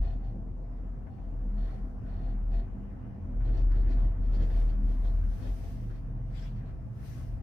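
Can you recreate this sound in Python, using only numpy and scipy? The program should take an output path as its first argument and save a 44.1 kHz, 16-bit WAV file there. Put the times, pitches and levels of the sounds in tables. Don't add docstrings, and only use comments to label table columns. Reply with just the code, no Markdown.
import sys
import numpy as np
from scipy import signal
from scipy.fft import rfft, irfft, next_fast_len
from scipy.io import wavfile
from scipy.ndimage import uniform_filter1d, map_coordinates

SR = 44100
rng = np.random.default_rng(int(sys.argv[2]) if len(sys.argv) > 2 else 0)


def generate_wav(sig):
    pcm = np.round(np.clip(np.atleast_2d(sig).T, -1, 1) * 32767).astype(np.int16)
    wavfile.write(sys.argv[1], SR, pcm)


N = 327222


def amp(db):
    return 10 ** (np.asarray(db) / 20)


def unit(x):
    return x / np.sqrt(np.mean(x ** 2) + 1e-20)


def along(points, hz):
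    point_hz, value = np.transpose(points)
    return np.interp(np.log(hz + 1), np.log(point_hz + 1), value)


def curves(rows):
    time_s, *columns = np.transpose(rows)
    t = np.arange(N) / SR
    return [np.interp(t, time_s, column) for column in columns]


def wobble(rate_hz):
    coarse = np.arange(0, N + 64, 64)
    knots = rng.standard_normal(800)
    smooth = map_coordinates(knots, [coarse * rate_hz / SR], mode="wrap")
    return np.interp(np.arange(N), coarse, smooth)


def swing(hz):
    return 2 * np.pi * np.cumsum(hz) / SR


def filtered(x, response):
    size = next_fast_len(N + SR // 2)
    hz = np.fft.rfftfreq(size, 1 / SR)
    return irfft(rfft(x, size) * response(hz), size)[..., :N]


def lift(modes, hz):
    return sum(db / (1 + (2 * (hz - centre) / width) ** 2) for centre, width, db in modes)


# freq_hz, coherence
FIELD_COHERENCE = [(50, 0.75), (130, 0.88), (290, 0.69), (640, 0.27), (1400, 0.04), (15000, 0.027)]


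def airflow(spectrum, modes, patchy_db, alike=FIELD_COHERENCE):
    white = rng.standard_normal((2, N)).astype(np.float32)
    z = signal.stft(white, nperseg=512)[2]
    eddies = uniform_filter1d(rng.standard_normal(z.shape[1:]), size=7, axis=0)
    eddies = uniform_filter1d(eddies, size=9, axis=1)
    patches = amp(patchy_db * unit(eddies)).astype(np.float32)
    pair = signal.istft(z * patches, nperseg=512)[1][:, :N]

    def colour(hz):
        coherence = np.clip(along(alike, hz), -1, 1)
        shares = (1 + np.outer([1, -1], coherence)) / 2
        return amp(along(spectrum, hz) + lift(modes, hz)) * np.sqrt(shares)

    mid, side = filtered(pair, colour)
    return unit(np.array([mid + side, mid - side]))


def reflections(x, echo_db, t60_s):
    t = np.arange(SR // 8) / SR
    tail = rng.standard_normal((2, len(t))) * amp(-60 * t / t60_s)
    tail /= np.linalg.norm(tail, axis=1, keepdims=True)
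    answer = signal.oaconvolve(x, tail, axes=1)[:, :N]
    return unit(x + amp(echo_db) * answer)


def blows(rows, attack_s):
    t, force = np.arange(N) / SR, np.zeros(N)
    for start_s, level_db, t60_s in rows:
        age_s = np.maximum(t - start_s, 0)
        force += amp(level_db - 60 * age_s / t60_s) * (1 - np.exp(-age_s / attack_s))
    return force


# start_s, length_s, level_db
GUSTS = [(0.033, 0.047, -67), (0.089, 0.048, -70.5), (0.245, 0.04, -75), (0.293, 0.023, -84),
         (0.73, 0.053, -85), (1.122, 0.02, -83.5), (1.198, 0.05, -84), (1.584, .17, -71.5),
         (1.627, 0.053, -73), (2.086, 0.11, -73.5), (2.213, 0.1, -72.5), (2.537, 0.061, -67.5),
         (3.459, 0.053, -69.5), (3.548, .04, -67.5), (3.762, 0.05, -69.5), (3.899, 0.035, -66),
         (3.983, 0.067, -69.5), (4.235, 0.032, -74.5), (4.332, 0.029, -65.5), (4.407, 0.031, -64),
         (4.502, 0.12, -66.5), (4.562, .02, -71.5), (4.683, 0.029, -69.5), (4.884, 0.054, -71),
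         (5.047, 0.033, -66), (5.437, 0.042, -64.5), (5.648, 0.026, -70), (5.91, 0.059, -73),
         (6.565, 0.026, -74), (6.665, 0.035, -77)]
GUST_ATTACK_S, GUST_RELEASE_S = 0.022, 0.034
DRAUGHT_DB = -95.5


def gust_level():
    t = np.arange(N) / SR
    power = amp(DRAUGHT_DB) ** 2
    for start_s, length_s, level_db in GUSTS:
        before = np.maximum(start_s - t, 0) / GUST_ATTACK_S
        after = np.maximum(t - start_s - length_s, 0) / GUST_RELEASE_S
        power = power + (amp(level_db) * np.exp(-np.minimum(before + after, 20))) ** 2
    return 10 * np.log10(power)


# time_s, door_share (0-1)
WIND_ENTRY = [(.45, .03), (.7, .9), (.85, .9), (1.05, .03), (2.7, 0.05), (3.5, 0.7), (4.3, 0.9), (7.4, 1)]


def door_share():
    return np.clip(curves(WIND_ENTRY)[0], 0, 1)


# time_s, level_db
SHAKING = [(0, -44), (.3, -47), (.55, -49), (2.2, -47), (3.3, -47), (3.45, -38), (4.45, -41.5), (5.35, -41),
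           (5.9, -47), (7.42, -45.5)]
SHAKING_REST_DB = -47.5


def shaking():
    return curves(SHAKING)[0] - SHAKING_REST_DB


# freq_hz, density_db (per Hz)
HUSH = [(300, -1.5), (3000, -6.5), (5500, 2.5), (8000, -4), (13000, -14), (15500, -6)]
HUSH_DB = -86


def hush():
    return amp(HUSH_DB) * airflow(HUSH, [], patchy_db=2.5)


# time_s, level_db (before SLIPSTREAM_TRIM_DB)
SLIPSTREAM = [(0, -99), (.5, -100), (1.5, -91.5), (1.68, -84.5), (1.95, -92.5), (3.3, -96.5), (4.1, -92),
              (4.6, -77), (4.78, -87.5), (4.9, -80), (5.25, -82), (5.36, -75), (5.7, -74), (6.2, -96.5),
              (6.42, -81.5), (6.62, -91), (6.9, -91.5), (7.07, -71), (7.19, -73), (7.42, -89.5)]
# freq_hz, density_db (per Hz)
HISS = [(500, -26), (1500, 9.5), (3500, 4), (5000, 5), (6000, 5), (6900, -2), (10000, 0.5), (14000, -0.5),
        (15500, -10)]
# freq_hz, coherence
HISS_COHERENCE = [(3000, 0.11), (7000, 0.07), (10000, 0.55), (14000, 1)]
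SLIPSTREAM_TRIM_DB, GUST_HISS_DB = 8.5, -16.5
LEFT_LAG_S = .000215


def slipstream(gust_db):
    wind_db, = curves(SLIPSTREAM)
    strength = np.hypot(amp(wind_db + SLIPSTREAM_TRIM_DB), amp(gust_db + GUST_HISS_DB))
    hiss = strength * amp(0.44 * wobble(28)) * airflow(HISS, [], patchy_db=1.3, alike=HISS_COHERENCE)
    return filtered(hiss, lambda hz: np.exp(1j * np.pi * LEFT_LAG_S * np.outer([-1, 1], hz)))


# time_s, level_db
WASH_LEVEL = [(0, -68.5), (.2, -69.5), (.58, -73), (.8, -68.5), (1.0, -70), (1.45, -69.5), (1.7, -64.5),
              (1.95, -69.5), (2.15, -65.5), (2.45, -66.5), (2.85, -67), (3.1, -66), (3.38, -67),
              (3.48, -62.5), (3.65, -64.5), (3.76, -61), (4.08, -61.5), (4.18, -65), (4.52, -60.5),
              (4.8, -64), (5.5, -65), (5.85, -66.5), (6.25, -67), (6.5, -67.5), (6.69, -63.5), (6.73, -69),
              (6.92, -70), (7.03, -64), (7.18, -64), (7.42, -68)]
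# freq_hz, density_db (per Hz)
WASH = [(400, -20), (750, -6.5), (1000, 0.5), (1250, -0.5), (1600, -2.5), (1900, -3.5), (2150, -6.5),
        (2800, -12.5), (3600, -24), (6000, -46.5)]
# centre_hz, width_hz, lift_db
WINDOWS = [(1100, 76, 4), (1320, 90, 4.5), (1518, 48, 7), (1960, 80, 2), (2820, 83, 2.5)]
WASH_SWAY_DB = 0.2


def wash():
    level_db = curves(WASH_LEVEL)[0] + WASH_SWAY_DB * wobble(7)
    return amp(level_db) * reflections(airflow(WASH, WINDOWS, patchy_db=1.9), echo_db=-7, t60_s=.1)


# pitch_hz, level_db (before the swell)
DRONES = [(134.3, -48), (155, -57), (199, -59), (651, -72)]
ROPE_HZ, ROPE_DB = 115, -44
ROPE_PEAK_S, ROPE_SPREAD_S = 6.6, 1.02
THROB_AT_S, THROB_PERIOD_S = 5.86, 0.355
THROB_SWING_DB, THROB_SAG_HZ = 5.5, 2.5


def rope():
    t = np.arange(N) / SR
    swell = np.exp(-((t - ROPE_PEAK_S) / ROPE_SPREAD_S) ** 4)
    turn = 2 * np.pi * (t - THROB_AT_S) / THROB_PERIOD_S
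    pitch_hz = ROPE_HZ - THROB_SAG_HZ * np.sin(turn) + 1.8 * wobble(9)
    level_db = ROPE_DB + THROB_SWING_DB * np.cos(turn) + 1.0 * wobble(14)
    hum = amp(level_db) * unit(np.sin(swing(pitch_hz)))
    upper = np.zeros(N)
    for drone_hz, drone_db in DRONES:
        tone = unit(np.sin(swing(drone_hz + 1.2 * wobble(9))))
        upper += amp(drone_db + 2 * wobble(5)) * tone
    return swell * (hum + swell * upper)


# centre_hz, width_hz, lift_db
CABIN = [(86.7, 8.8, 9.5), (117.5, 16.5, 11.5), (174, 7.6, -3), (198.7, 13.8, 9.5), (251, 17.9, 12.5),
         (286.5, 16, 7), (329.7, 17, 5), (368, 1.8, 7), (383, 2.6, 7), (455.3, 8.3, 9), (485, 5.2, 6),
         (512.6, 24, 8), (558, 13, 5), (659.6, 54, 9)]
# freq_hz, density_db (per Hz)
RUMBLE = [(18, -19), (32, -10), (52, 2), (70, -2), (100, -11), (140, -21.5), (230, -28), (500, -80)]
RUMBLE_DB, RUMBLE_GROWTH = -43.5, 1


def rumble(shake_db):
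    level_db = RUMBLE_DB + RUMBLE_GROWTH * shake_db + 0.77 * wobble(20)
    return amp(level_db) * airflow(RUMBLE, CABIN, patchy_db=0.1)


# time_s, level_db (before ROAR_TRIM_DB)
ROAR_LEVEL = [(0.0, -47.5), (1.47, -48), (1.82, -47.5), (2.81, -47), (3.04, -47.5), (4.03, -46.5),
              (4.11, -45), (4.92, -46.5), (5.04, -47.5), (7.36, -50), (7.42, -47.5)]
# freq_hz, density_db (per Hz)
ROAR = [(50, -30.5), (110, -2.5), (160, 1.5), (260, -8), (400, -13), (580, -18.5), (800, -17.5),
        (1050, -25), (1600, -42), (3500, -77)]
ROAR_TRIM_DB = 1.5


def roar():
    return amp(ROAR_TRIM_DB + curves(ROAR_LEVEL)[0]) * airflow(ROAR, CABIN, patchy_db=1.14)


# freq_hz, density_db (per Hz)
SHOVE = [(200, -21), (350, 1), (560, -7.5), (750, -9.5), (1100, -18.5), (2000, -47.5)]
SHOVE_DB, SHOVE_GROWTH = 8, 0.83


def shove(gust_db, shake_db):
    return amp(gust_db + SHOVE_DB + SHOVE_GROWTH * shake_db) * airflow(SHOVE, CABIN, patchy_db=-0.9)


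# freq_hz, density_db (per Hz)
SWISH = [(500, -12.5), (1200, 0), (1900, 2.5), (2700, 1), (3700, -4.5), (4700, -3), (6000, -12),
         (8000, -17), (15000, -30.5)]
SWISH_S, SWISH_SPREAD_S, SWISH_DB = 6.416, 0.076, -59.5


def swish():
    t = np.arange(N) / SR
    swell = 1 / (1 + ((t - SWISH_S) / SWISH_SPREAD_S) ** 4)
    return amp(SWISH_DB) * swell * airflow(SWISH, [], patchy_db=3.8)


# start_s, level_db, t60_s
KNOCKS = [(1.066, -61, .17), (1.7175, -60, .07), (2.062, -59, .13), (2.535, -61, .1), (3.404, -58.5, .25),
          (3.487, -55.5, .12), (3.709, -55.5, .22), (3.9155, -56.5, .12), (4.502, -53.5, .07),
          (5.045, -58, .1), (5.228, -62, .15), (5.9, -60.5, .17)]
# freq_hz, density_db (per Hz)
KNOCK = [(250, -12), (700, -2), (1100, 0), (1800, 0), (2600, -11), (4000, -26), (8000, -40), (15000, -52)]
# centre_hz, width_hz, lift_db
FITTINGS = [(1020, 99, 0), (1500, 110, 7.5), (1800, 130, 3)]


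def knocks():
    return blows(KNOCKS, attack_s=.001) * airflow(KNOCK, FITTINGS, patchy_db=0)


# start_s, level_db
THUMPS = [(3.394, -41), (3.514, -38), (3.76, -34), (3.86, -39), (3.95, -39), (4.028, -34), (4.345, -40),
          (4.41, -35), (4.498, -37), (5.45, -42)]
# freq_hz, density_db (per Hz)
THUMP = [(35, -24.5), (70, 4), (110, -3.5), (170, -6.5), (260, -12), (380, -20.5), (600, -22.5),
         (1200, -45), (3000, -83)]
THUMP_ATTACK_S, THUMP_T60_S = .004, .17


def thumps():
    rows = [(start_s, level_db, THUMP_T60_S) for start_s, level_db in THUMPS]
    return blows(rows, THUMP_ATTACK_S) * airflow(THUMP, [], patchy_db=1.0)


# time_s, repeat_rate_hz, level_db
GROAN = [(3.35, 23.2, -85), (3.5, 24, -55), (3.75, 25.4, -52), (4.03, 27, -51.5), (4.15, 27.6, -85)]
GROAN_ORDERS = range(10, 16)
GROAN_TILT_DB = -12


def groan():
    rate_hz, level_db = curves(GROAN)
    phase = swing(rate_hz)
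    partials = np.zeros(N)
    for order in GROAN_ORDERS:
        strength = amp(GROAN_TILT_DB * np.log2(order) + 2.5 * wobble(8))
        partials += strength * np.sin(order * phase + rng.uniform(0, 2 * np.pi))
    return amp(level_db) * unit(partials)


# middle_s, length_s, pitch_hz, level_db
TONE_SWELLS = [(0.08, .12, 80.5, -49), (0.333, .14, 118.3, -45), (.39, 0.11, 203.9, -49),
               (1.57, 0.1, 201.2, -46.5), (1.799, 0.091, 119.9, -45.5), (2.167, .2, 83.6, -43.5),
               (2.57, 0.08, 202.2, -48), (2.577, 0.0806, 676.5, -55.5), (2.799, 0.19, 201.7, -47.5),
               (3.216, .12, 83.55, -42.5), (3.358, 0.13, 251, -53.5), (3.469, 0.11, 116.7, -40),
               (3.936, 0.043, 683, -55.5), (3.956, 0.11, 243, -47.5), (4.431, .14, 80.5, -39),
               (4.43, .12, 328, -54.5), (4.44, .1, 200, -48), (4.563, 0.068, 682, -53.5),
               (4.84, .1, 278, -51.5), (4.85, .16, 202, -45.5), (5.127, .2, 82.14, -42.5),
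               (5.452, .11, 252, -53.5), (5.623, 0.12, 82.6, -43), (5.73, .14, 201, -50.5),
               (6.55, 0.12, 203.3, -52)]


def tone_swells():
    t, out = np.arange(N) / SR, np.zeros(N)
    drift_hz = 3 * wobble(16)
    for middle_s, length_s, pitch_hz, level_db in TONE_SWELLS:
        near = np.abs(t - middle_s) < 2 * length_s
        swell = np.exp(-((t[near] - middle_s) / length_s) ** 2 * 2)
        phase = swing(pitch_hz + drift_hz[near]) + rng.uniform(0, 2 * np.pi)
        out[near] += amp(level_db) * swell * np.sqrt(2) * np.sin(phase)
    return out


def ringing(modes):
    t, door, out = np.arange(N) / SR, door_share(), np.zeros((2, N))
    for centre_hz, width_hz, vent_db, door_db in modes:
        drift = np.array([wobble(width_hz) + 1j * wobble(width_hz) for port in range(2)])
        tone = np.real(drift * np.exp(2j * np.pi * centre_hz * t))
        out += amp(vent_db + door * (door_db - vent_db)) * unit(tone)
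    return out


# centre_hz, width_hz, vent_db, door_db (by where it is blown, at drive 1)
PANE = [(681, 24, -60, -62), (792, 11, -60.5, -67.5), (741, 37, -60, -72)]
PANE_FULL_DB, PANE_GROWTH = -65.5, 0.5
PANE_IDLE_DB = -19.5


def pane(gust_db):
    drive = np.hypot(amp(PANE_GROWTH * (gust_db - PANE_FULL_DB)), amp(PANE_IDLE_DB))
    return drive * ringing(PANE)


CHATTER_PER_S, CHATTER_RING_S, CHATTER_DEPTH = 80, .005, .3


def chatter():
    ticks = (rng.random(N) < CHATTER_PER_S / SR) * rng.uniform(0.49, 0.69, N)
    decay = np.exp(-1 / (CHATTER_RING_S * SR))
    return unit(1 + CHATTER_DEPTH * signal.lfilter([1], [1, -decay], ticks))


# centre_hz, width_hz, vent_db, door_db (over the gust, by where it blows)
WHISTLES = [(3520, 80, -15.5, -27), (3595, 65, -18, -13), (4260, 100, -13, -22)]
# start_s, level_db, t60_s
SLAPS = [(2.512, -70, .25), (3.565, -61.5, .3), (3.711, -65, .14), (3.902, -63.5, .25), (4.343, -60, .17),
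         (4.417, -59.5, .22), (4.697, -67, .15)]
# freq_hz, density_db (per Hz)
SLAP = [(600, -12), (1800, -2), (2700, 1), (3500, -2), (4700, -1.5), (5600, -6), (7500, -16), (10000, -30),
        (15000, -34)]
# centre_hz, width_hz, lift_db
SEAM = [(1800, 150, 5), (2560, 100, 4), (3140, 70, 3.5), (3590, 110, 7.5), (4115, 60, 7), (4300, 110, 6),
        (4590, 150, 7.5), (4760, 70, 6), (5190, 110, 5), (5660, 120, 6), (5850, 90, 4), (7250, 870, 8)]


def edges(gust_db):
    whistle = amp(gust_db) * ringing(WHISTLES)
    slap = blows(SLAPS, attack_s=.005) * chatter() * airflow(SLAP, SEAM, patchy_db=2.0)
    return whistle + slap


# centre_hz, width_hz, lift_db
SLOT = [(1420, 130, 6), (1770, 90, 7), (1900, 110, 10), (2480, 80, 5), (2860, 70, 6), (3015, 70, 7),
        (3520, 120, 8), (3630, 70, 7), (3880, 80, 4), (4255, 200, 11), (4630, 100, 7), (5520, 90, 6),
        (7240, 520, 9)]
# freq_hz, density_db (per Hz)
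RUSH = [(200, -10), (400, 10.5), (1000, -2.5), (1700, 1), (2400, -2.5), (3200, -0.5), (4600, -8.5),
        (5600, -11.5), (6600, -17.5), (9000, -32), (12500, -35), (15500, -25.5)]


def gaps(phase, gust_db):
    rush_db = gust_db + 0.66 * np.minimum(gust_db + 89.0, 0)
    level_db = rush_db + 4.5 + 0.8 * wobble(45)
    door = door_share()
    slot = np.sqrt(1 - door) * airflow(RUSH, SLOT, patchy_db=1.0)
    seam = np.sqrt(door) * airflow(RUSH, SEAM, patchy_db=2.5)
    pumping = 1 + .18 * np.sin(phase)
    return amp(level_db) * pumping * chatter() * reflections(slot + seam, echo_db=0, t60_s=0.092)


# time_s, pitch_hz
BOOM_PITCH = [(0.0, 41.33), (0.1, 40.89), (0.76, 40.88), (1.12, 44.2), (1.28, 39.72), (2.62, 39.93),
              (2.97, 41.19), (3.29, 39.97), (5.27, 39.38), (5.5, 43.7), (5.7, 39.73), (6.74, 39.92),
              (7.0, 43.1), (7.09, 45.4), (7.21, 40.4), (7.42, 41.4)]


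def boom_phase():
    return swing(curves(BOOM_PITCH)[0] + .4 * wobble(6))


# time_s, level_db (before BOOM_TRIM_DB)
BOOM = [(0.0, -24), (0.04, -29), (0.37, -37.5), (0.99, -37), (1.14, -53), (1.22, -37), (1.63, -27.5),
        (1.73, -33.5), (1.78, -41.5), (1.84, -33.5), (2.02, -47.5), (2.07, -36), (2.5, -27), (2.59, -26),
        (2.65, -38), (2.78, -40.5), (3.22, -48.5), (3.39, -27), (3.72, -22), (4.07, -23.5), (4.17, -32.5),
        (4.28, -24), (5.27, -26.5), (5.35, -31), (5.41, -49), (5.5, -28), (5.62, -40.5), (6.49, -36.5),
        (7.09, -52), (7.34, -36), (7.42, -48.5)]
BOOM_TRIM_DB, OCTAVE_DB = -0.34, -28.5


def boom(phase):
    level_db = curves(BOOM)[0] + BOOM_TRIM_DB + .9 * wobble(14)
    return amp(level_db) * unit(np.sin(phase) + amp(OCTAVE_DB) * np.sin(2 * phase))


def scene():
    phase, gust_db, shake_db = boom_phase(), gust_level(), shaking()
    outside = hush() + slipstream(gust_db) + wash() + rope()
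    panels = rumble(shake_db) + roar() + shove(gust_db, shake_db)
    events = swish() + knocks() + thumps() + groan() + tone_swells()
    gusts = pane(gust_db) + edges(gust_db) + gaps(phase, gust_db)
    return outside + panels + events + gusts + boom(phase)


# freq_hz, left_minus_right_db
PORTS = [(40, 1.1), (75, 3.5), (115, -3), (200, 0.5), (650, 0.1), (1300, 1.5), (2400, 6), (4400, 4),
         (7000, 5.5), (9000, -0.5)]
TOP_HZ, EDGE_S = 15500, .006


def record(dry):
    t = np.arange(N) / SR
    fade = np.sin(np.pi / 2 * np.clip(np.minimum(t, t[::-1]) / EDGE_S, 0, 1)) ** 2

    def response(hz):
        port_db = np.outer([1, -1], along(PORTS, hz)) / 2
        return amp(port_db) * (hz < TOP_HZ)

    return filtered(dry * fade, response)


dry = scene()
out = record(dry)
generate_wav(out)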